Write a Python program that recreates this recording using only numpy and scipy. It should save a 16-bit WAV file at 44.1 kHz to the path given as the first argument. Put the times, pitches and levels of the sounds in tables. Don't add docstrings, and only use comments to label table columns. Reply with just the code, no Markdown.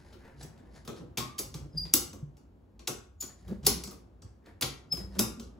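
import sys
import numpy as np
from scipy import signal
from scipy.fft import rfft, irfft, next_fast_len
from scipy.io import wavfile
from scipy.ndimage import map_coordinates

SR = 44100
rng = np.random.default_rng(int(sys.argv[2]) if len(sys.argv) > 2 else 0)


def generate_wav(sig):
    pcm = np.round(np.clip(np.atleast_2d(sig).T, -1, 1) * 32767).astype(np.int16)
    wavfile.write(sys.argv[1], SR, pcm)


N = 246519

# (time [s], level [dB], extra beam [dB], extra handle [dB], extra treble [dB],
# rattle length [ms])
HITS = [(0.1264, -63, 8, 8.5, -5, 6.6), (0.4274, -43.5, -11, -9, -9.5, 6.2),
        (0.5752, -65, -14, 1.5, -13, 3.2), (0.8485, -55, -4, -1, -4, 4.1),
        (0.8751, -36, 2.5, -4.5, -14, 3.5), (0.9594, -57, 9, 3, -16, 7.4), (1.005, -67.5, 22, -3, -9, 3.96),
        (1.172, -23.5, -12, -5.5, -8.5, 4.4), (1.1804, -27.5, -6.5, -0.5, -9, 3.9),
        (1.3884, -26.5, -13, -15.5, -5, 5.5), (1.5406, -36.5, -8, -6, -13, 4.06),
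        (1.8524, -54, -1.5, 6, -8, 2.6), (1.937, -9, -24, -14, -3.5, 2.66),
        (2.1294, -44.5, -3, -6, -11, 4.1), (2.368, -59, 0, -6, -12.5, 3.5),
        (2.7927, -50, -6.5, -3.5, -19, 3.4), (2.8718, -21, -13, -7, -11, 7.5),
        (3.2025, -32.5, -32.5, -24.5, -8.5, 14), (3.2201, -34, -10.5, -11, -13, 5.4),
        (3.4773, -55.5, 11.5, 0, -3.5, 5.5), (3.628, -51.5, 9, -3, -16, 10),
        (3.665, -9.5, -16.5, -16, -5.5, 3.4), (3.8359, -32, -16, -11, -11.5, 3.5),
        (3.8732, -37, -9.5, -15.5, -17.5, 4.4), (3.9073, -48.5, 1.5, -2.5, -1, 5.5),
        (4.2194, -48.5, -6, -11, -22, 5.1), (4.4597, -62, 6, 3.5, -9.5, 3.6),
        (4.6099, -27.5, -10, -11, -2, 4.1), (4.6201, -21.5, -11.5, 0, -11.5, 7.9),
        (4.923, -34.5, -11.5, -8, -4, 5.3), (4.97, -41.5, -2, -5, -7.5, 4.2),
        (5.1498, -56, 14, 0.5, -11, 5.6), (5.1902, -14, -14, -10.5, -7.5, 4.3),
        (5.3958, -39.5, -6.5, -8.5, -16, 4.4)]
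# (time [s], level [dB], rattle length [ms])
CLIMBS = [(1.381, -29, 7.3), (1.93, -40, 7.5), (3.647, -36, 8.6), (3.6629, -29, 1.2), (5.1852, -35.5, 4.6)]
# (extra beam [dB], extra handle [dB], extra treble [dB])
CLIMB_EXTRAS = (-27, -8, -8.5)
# (pitch [Hz], width [Hz], level [dB])
PAWL_NOTES = [(4870, 1290, -2.5), (6430, 1400, -2), (8180, 940, -3.5)]
PAWL_HIGH_NOTES = [(10420, 1000, 5.5), (11830, 750, 5), (14540, 2200, 2.5)]
HANDLE_NOTES = [(2189, 1200, -2.5), (3960, 1600, 2)]
FRAME_NOTES = [(758, 235, -5.5), (1153, 230, -2), (1430, 274, -6.5)]
BEAM_NOTES = [(124, 19, 2), (242, 63.4, -1.5), (356.7, 49.5, 2.5), (519, 130, -7)]
# (boost [dB], length [times the rattle length])
PART_SHAKES = [(14.4, 1.2), (22.15, 1.8), (17.5, 1.2), (15.7, 2.5), (24.52, 4.5)]
FRAME_FOLLOWS = (0.58, .35)

# (time [s], level [dB], pitch [Hz], overtones [dB], rise [s], fall [s])
AXLE_SQUEAKS = [(0.432, -50.5, 7860, -10, .012, .02), (1.391, -39, 6630, 4, .009, .018),
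                (1.755, -61.5, 5090, -26, .06, 0.039), (1.775, -36.5, 4950, -25.5, .008, 0.023),
                (1.785, -27, 4767, -22, .015, 0.0095), (1.815, -38, 4777, -21, .03, 0.039),
                (1.837, -40, 4805, -22.5, .03, .025), (3.212, -31.5, 6996, -8, 0.0075, 0.013),
                (3.226, -43.5, 6760, -18.5, .02, 0.04), (4.917, -34.5, 5130, -36, 0.0065, .02),
                (4.926, -20, 5104, -31, 0.011, 0.0097)]
# (pitch [times the main pitch], level [dB])
SQUEAK_OVERTONES = [(2, 4), (3, -2)]
# (time [s], level [dB], rise [s], fall [s], pitch [Hz])
WOOD_GROANS = [(0.44, -43, .1, 0.064, 150.4), (1.59, -46, .03, 0.065, 144.4),
               (1.66, -44.5, .2, 0.063, 145.5), (1.75, -40, .03, 0.019, 147.4),
               (2.09, -51.5, .02, 0.048, 150.2), (2.137, -47.5, .025, 0.099, 198.8),
               (3.435, -50.5, .04, 0.044, 189.9), (3.53, -32, .06, .03, 190.9), (3.565, -46, .05, .06, 185),
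               (3.66, -37.5, .05, 0.019, 137.5), (3.806, -45.5, .15, 0.055, 169.2),
               (3.862, -44.5, .05, .1, 196.8), (4.944, -39.5, .03, .04, 166.8), (5.011, -39, .04, .15, 188),
               (5.199, -32, .085, 0.029, 210.4), (5.32, -47, .03, 0.037, 166.6),
               (5.38, -45.5, .05, 0.14, 198.2)]
# (time [s], level [dB], pitch [Hz], time to fade by 60 dB [s])
BENCH_KNOCKS = [(0.882, -42, 349, 0.25), (1, -34, 167, 0.12), (1.18, -25, 219, 0.075),
                (1.402, -31, 393, 0.054), (1.548, -27, 147, 0.12), (1.754, -29, 156.3, 0.21),
                (1.842, -33.5, 160, 0.17), (1.945, -31.5, 356, 0.23), (2.227, -22.5, 142, 0.092),
                (3.669, -19, 407, 0.1), (3.71, -28, 219.6, 0.134), (4.247, -30, 92.4, 0.08),
                (4.63, -32, 131.5, 0.15), (5.207, -24, 220, 0.2), (5.377, -33.5, 229, 0.13)]
# (time [s], hiss level [dB], rise [s], fall [s], scrape above hiss [dB])
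STRAP_RUBS = [(0.0, -69, .1, 0.62, 10), (0.25, -81.5, .3, 0.44, 23), (0.418, -51.5, .045, 0.022, 0),
              (0.6, -80.5, .2, 0.31, 15.5), (0.763, -60.5, .06, 0.082, 5), (0.9, -64, .02, 0.024, 14.5),
              (0.974, -61, .025, 0.054, -2), (1.6, -72.5, .02, 0.096, 3.5), (1.76, -69.5, .03, 0.4, 3.5),
              (1.852, -55.5, .01, .04, -5), (3.302, -67, .02, 0.058, 6.5), (3.383, -73.5, .1, .3, 2.5),
              (3.508, -67, .12, .1, 10), (3.96, -78, .03, 0.12, -17.5), (4.259, -82, .03, 0.18, 9),
              (4.464, -75, .04, 0.096, 19), (5.002, -62.5, .02, .05, 8.5), (5.17, -59.5, .08, 0.017, 8),
              (5.435, -67.5, .02, 0.072, -14)]
# (time [s], pitch [Hz], level [dB])
TWANG_PATH = [(1.2, 1093, -38.5), (1.236, 1073, -45), (1.25, 1153, -62), (1.29, 1171, -52),
              (1.3, 1177, -55), (1.404, 1181, -58.5), (1.42, 1190, -72)]
# (time [s], level [dB], rise [s], fall [s])
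FLOOR_SHAKES = [(1.46, -44.5, 0.042, 0.15), (1.62, -44, 0.12, .1), (1.8, -46, 0.097, 0.56),
                (2.19, -51.5, .09, 0.13), (3.47, -45.5, 0.075, .5), (3.71, -38.5, 0.13, 0.22),
                (4.66, -51, 0.13, 0.15), (5.04, -42, 0.14, .4), (5.45, -49.5, 0.12, 0.17),
                (1.2, -53, .6, 0.25)]
# (frequency [Hz], relative level [dB])
HISS_COLOUR = [(1200, -52.5), (2200, -10), (4500, 4.5), (7500, -3.5), (11000, -3), (16000, -63.5)]
SCRAPE_COLOUR = [(150, -1), (350, -1.5), (800, -3), (1200, -12.5), (1750, -5.5), (2600, -18), (5000, -33.5)]
RUMBLE_COLOUR = [(50, -40.5), (90, -5), (240, -3), (500, -13.5), (1000, -21), (2000, -35.5), (4000, -41),
                 (8000, -53), (12000, -65.5)]
DRONE_COLOUR = [(20, -40.5), (40, -30.5), (52, 8.5), (61, 12.5), (72, 3), (95, 7.5), (140, -49)]

# (frequency [Hz], time to fade by 60 dB [s])
ECHO_TIMES = [(100, 0.41), (400, 0.41), (1500, 0.47), (4000, 0.34), (8000, 0.31), (15000, 0.2)]
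# (frequency [Hz], likeness [0 to 1])
LIKENESS = [(60, .98), (250, .7), (700, .1), (2000, .3), (5000, .2), (6500, .55), (7500, .98), (16000, .98)]
# (frequency [Hz], phase [radians])
LEFT_LEAD = [(20, 0), (1200, .7), (2800, .5), (6100, .5), (7150, 0), (9000, -np.pi), (11300, -2 * np.pi),
             (13250, -3 * np.pi), (15500, -4 * np.pi)]
# (frequency [Hz], level [dB])
LEFT_BOOST = [(60, .4), (380, -.5), (950, 1.8), (2400, 1.8), (5500, 3), (7500, .3), (15000, 0)]


def ratchet_clicks():
    blow_db, spread_db = -5, -11
    t = np.arange(SR // 8) / SR
    parts = [PAWL_NOTES, PAWL_HIGH_NOTES, HANDLE_NOTES, FRAME_NOTES, BEAM_NOTES]
    forces = np.zeros((2, len(parts), N + len(t)))
    direct, to_walls = forces
    boost_db, stretch = np.transpose(PART_SHAKES)[..., None]
    climbs = [(s, db, *CLIMB_EXTRAS, ms) for s, db, ms in CLIMBS]
    for s, db, beam_db, handle_db, treble_db, ms in list(HITS) + climbs:
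        start = round(s * SR)
        length_s = ms / 1000 * stretch
        shape = np.exp(-(t / length_s) ** 2) * (1 - np.exp(-t / (0.34 * length_s)))
        rattle = rng.standard_normal(shape.shape) * shape
        rattle /= np.linalg.norm(rattle, axis=1, keepdims=True)
        frame_db = np.dot(FRAME_FOLLOWS, [beam_db, handle_db])
        gains = amp(db + boost_db + np.vstack([0, treble_db, handle_db, frame_db, beam_db]))
        direct[:, start:start + len(t)] += gains * rattle
        wall_gains = gains * amp(-0.0888 * db)
        strongest = start + abs(rattle).argmax(axis=1)
        to_walls[np.arange(len(parts)), strongest] += amp(blow_db) * wall_gains[:, 0]
        to_walls[:, start:start + len(t)] += amp(spread_db) * wall_gains * rattle
    return filtered(forces[..., :N], lambda hz: np.array([ringing(p, hz) for p in parts])).sum(1)


def axle_squeaks():
    s, db, hz, overtone_db, rise_s, fall_s = np.transpose(AXLE_SQUEAKS)
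    lingering = swells(s, db - 25, rise_s, fall_s=0.074)
    levels = np.maximum(swells(s, db, rise_s, fall_s), lingering)
    shares = levels ** 2 / (levels ** 2).sum(0)
    phase = phase_of(per_sample(hz @ shares) * (1 + .012 * wobble(300)))
    overtones = sum(amp(level) * np.sin(k * phase) for k, level in SQUEAK_OVERTONES)
    tone = np.sin(phase) + amp(per_sample(overtone_db @ shares)) * overtones
    return per_sample(levels.max(0)) * amp(3 * wobble(150)) * tone


def wood_groans():
    glide_per_db = .004
    s, db, rise_s, fall_s, hz = np.transpose(WOOD_GROANS)
    loads = swells(s, db, rise_s, fall_s)
    from_peak_db = np.maximum(20 * np.log10(loads) - db[:, None], -30)
    pitches = hz[:, None] * (1 + glide_per_db * from_peak_db)
    pitch = (loads ** 2 * pitches).sum(0) / (loads ** 2).sum(0)
    phase = phase_of(per_sample(pitch) * (1 + 0.066 * wobble(60)))
    slips = np.exp(3 * np.cos(phase)) * rng.standard_normal(N)
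    beam = unit_level(filtered(slips, lambda hz: ringing(BEAM_NOTES, hz)))
    tone = np.sin(phase) + 0.2 * np.sin(2 * phase) + 0.24 * beam
    return per_sample(loads.max(0)) * amp(4 * wobble(40)) * tone


def bench_knocks():
    out, t = np.zeros(N + SR), np.arange(SR // 2) / SR
    soft_start = 1 - np.exp(-t / 0.0074)
    for s, db, hz, fade_s in BENCH_KNOCKS:
        level = amp(db - 60 * t / fade_s) * soft_start
        out[round(s * SR):][:len(t)] += level * np.sin(2 * np.pi * hz * t)
    return out[:N]


def strap_rustle():
    clumps = amp(2.5 * wobble(30) + 3 * wobble(400))
    hiss = coloured(clumps * rng.standard_normal(N), HISS_COLOUR)
    scrape = coloured(clumps * rng.standard_normal(N), SCRAPE_COLOUR)
    s, db, rise_s, fall_s, scrape_db = np.transpose(STRAP_RUBS)
    hiss_level = swells(s, db, rise_s, fall_s).max(0)
    scrape_level = swells(s, db + scrape_db, rise_s, fall_s).max(0)
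    return per_sample(hiss_level) * hiss + per_sample(scrape_level) * scrape


def strap_twang():
    s, hz, db = np.transpose(TWANG_PATH)
    span = slice(round(s[0] * SR), round(s[-1] * SR))
    t = np.arange(N)[span] / SR
    soft_edges = np.clip(np.minimum(t - s[0], s[-1] - t) / 0.007, 0, 1)
    level = amp(np.interp(t, s, db) + 0.77 * wobble(45, size=len(t)))
    out = np.zeros(N)
    out[span] = soft_edges * level * np.sin(phase_of(np.interp(t, s, hz)))
    return out


def room_echo(x):
    block = SR // 3
    starts = range(0, N, block)
    hz, t, noise = signal.stft(rng.standard_normal((len(starts), 2, SR // 2)), SR, nperseg=256)
    fade = amp(-60 * t / value_at(ECHO_TIMES, hz)[:, None])
    tails = signal.istft(noise * fade, SR, nperseg=256)[1]
    tails *= 1 - np.exp(-np.arange(tails.shape[-1]) / (0.0016 * SR))
    out = np.zeros((2, N + 2 * SR))
    for start, tail in zip(starts, tails):
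        echo = signal.fftconvolve(x[None, start:start + block], tail / np.linalg.norm(tail[0]), axes=1)
        out[:, start:start + echo.shape[1]] += echo
    return out[:, :N]


def house_rumble():
    rumble_db, drone_db = -60, -57
    rumble = amp(rumble_db + 2.5 * wobble(3.15)) * coloured(rng.standard_normal((2, N)), RUMBLE_COLOUR)
    shakes = swells(*np.transpose(FLOOR_SHAKES))
    drone_level = np.sqrt(amp(drone_db) ** 2 + (shakes ** 2).sum(0))
    rumble[0] += per_sample(drone_level) * coloured(rng.standard_normal(N), DRONE_COLOUR)
    return rumble


def amp(db):
    return 10 ** (np.asarray(db) / 20)


def unit_level(x):
    return x / np.sqrt(np.mean(x ** 2) + 1e-20)


def phase_of(hz):
    return 2 * np.pi * np.cumsum(hz) / SR


def value_at(table, hz):
    row_hz, values = np.transpose(table)
    return np.interp(np.log(hz + 1), np.log(row_hz + 1), values)


def wobble(rate, size=N):
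    points = rng.standard_normal(int(size * rate / SR) + 4)
    return map_coordinates(points, [np.arange(size) * rate / SR], order=2)


def swells(s, db, rise_s, fall_s):
    s, db, rise_s, fall_s = (np.reshape(column, (-1, 1)) for column in (s, db, rise_s, fall_s))
    since_peak = np.arange(N * 1000 // SR + 2) / 1000 - s
    drop_db = 20 * np.maximum(-since_peak / rise_s, since_peak / fall_s)
    return amp(db - np.minimum(drop_db, 100))


def per_sample(per_ms):
    return np.interp(np.arange(N) * 1000 / SR, np.arange(len(per_ms)), per_ms)


def filtered(x, response):
    n = x.shape[-1]
    padded = next_fast_len(n + 8192)
    return irfft(rfft(x, padded) * response(np.fft.rfftfreq(padded, 1 / SR)), padded)[..., :n]


def ringing(notes, hz):
    response = sum((-1) ** k * amp(db) * 1j * hz * width / (pitch ** 2 - hz ** 2 + 1j * hz * width)
                   for k, (pitch, width, db) in enumerate(notes))
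    return response / np.sqrt(np.mean(abs(response) ** 2))


def coloured(noise, colour):
    return unit_level(filtered(noise, lambda hz: amp(value_at(colour, hz))))


def scene():
    clicks, clicks_to_walls = ratchet_clicks()
    axle_and_strap = axle_squeaks() + strap_rustle() + strap_twang()
    wood = wood_groans() + bench_knocks()
    to_walls = clicks_to_walls + amp(-6) * axle_and_strap + amp(-10.5) * wood
    room = amp(2) * room_echo(to_walls) + house_rumble()

    def middle_and_side(hz):
        angle = np.arccos(value_at(LIKENESS, hz)) / 2
        return np.array([np.cos(angle), np.sin(angle)])

    middle, side = filtered(room, middle_and_side)
    direct = clicks + axle_and_strap + wood
    return np.array([direct + middle + side, direct + middle - side])


def record(dry):
    cut_start_hz, cut_width_hz = 15400, 1400
    half = np.array([[.5], [-.5]])

    def microphone(hz):
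        balance = amp(half * value_at(LEFT_BOOST, hz))
        lead = np.exp(1j * half * value_at(LEFT_LEAD, hz))
        treble_cut = amp(-90 * np.clip((hz - cut_start_hz) / cut_width_hz, 0, 1) ** 2)
        return balance * lead * treble_cut

    return filtered(dry, microphone)


dry = scene()
out = record(dry)
generate_wav(out)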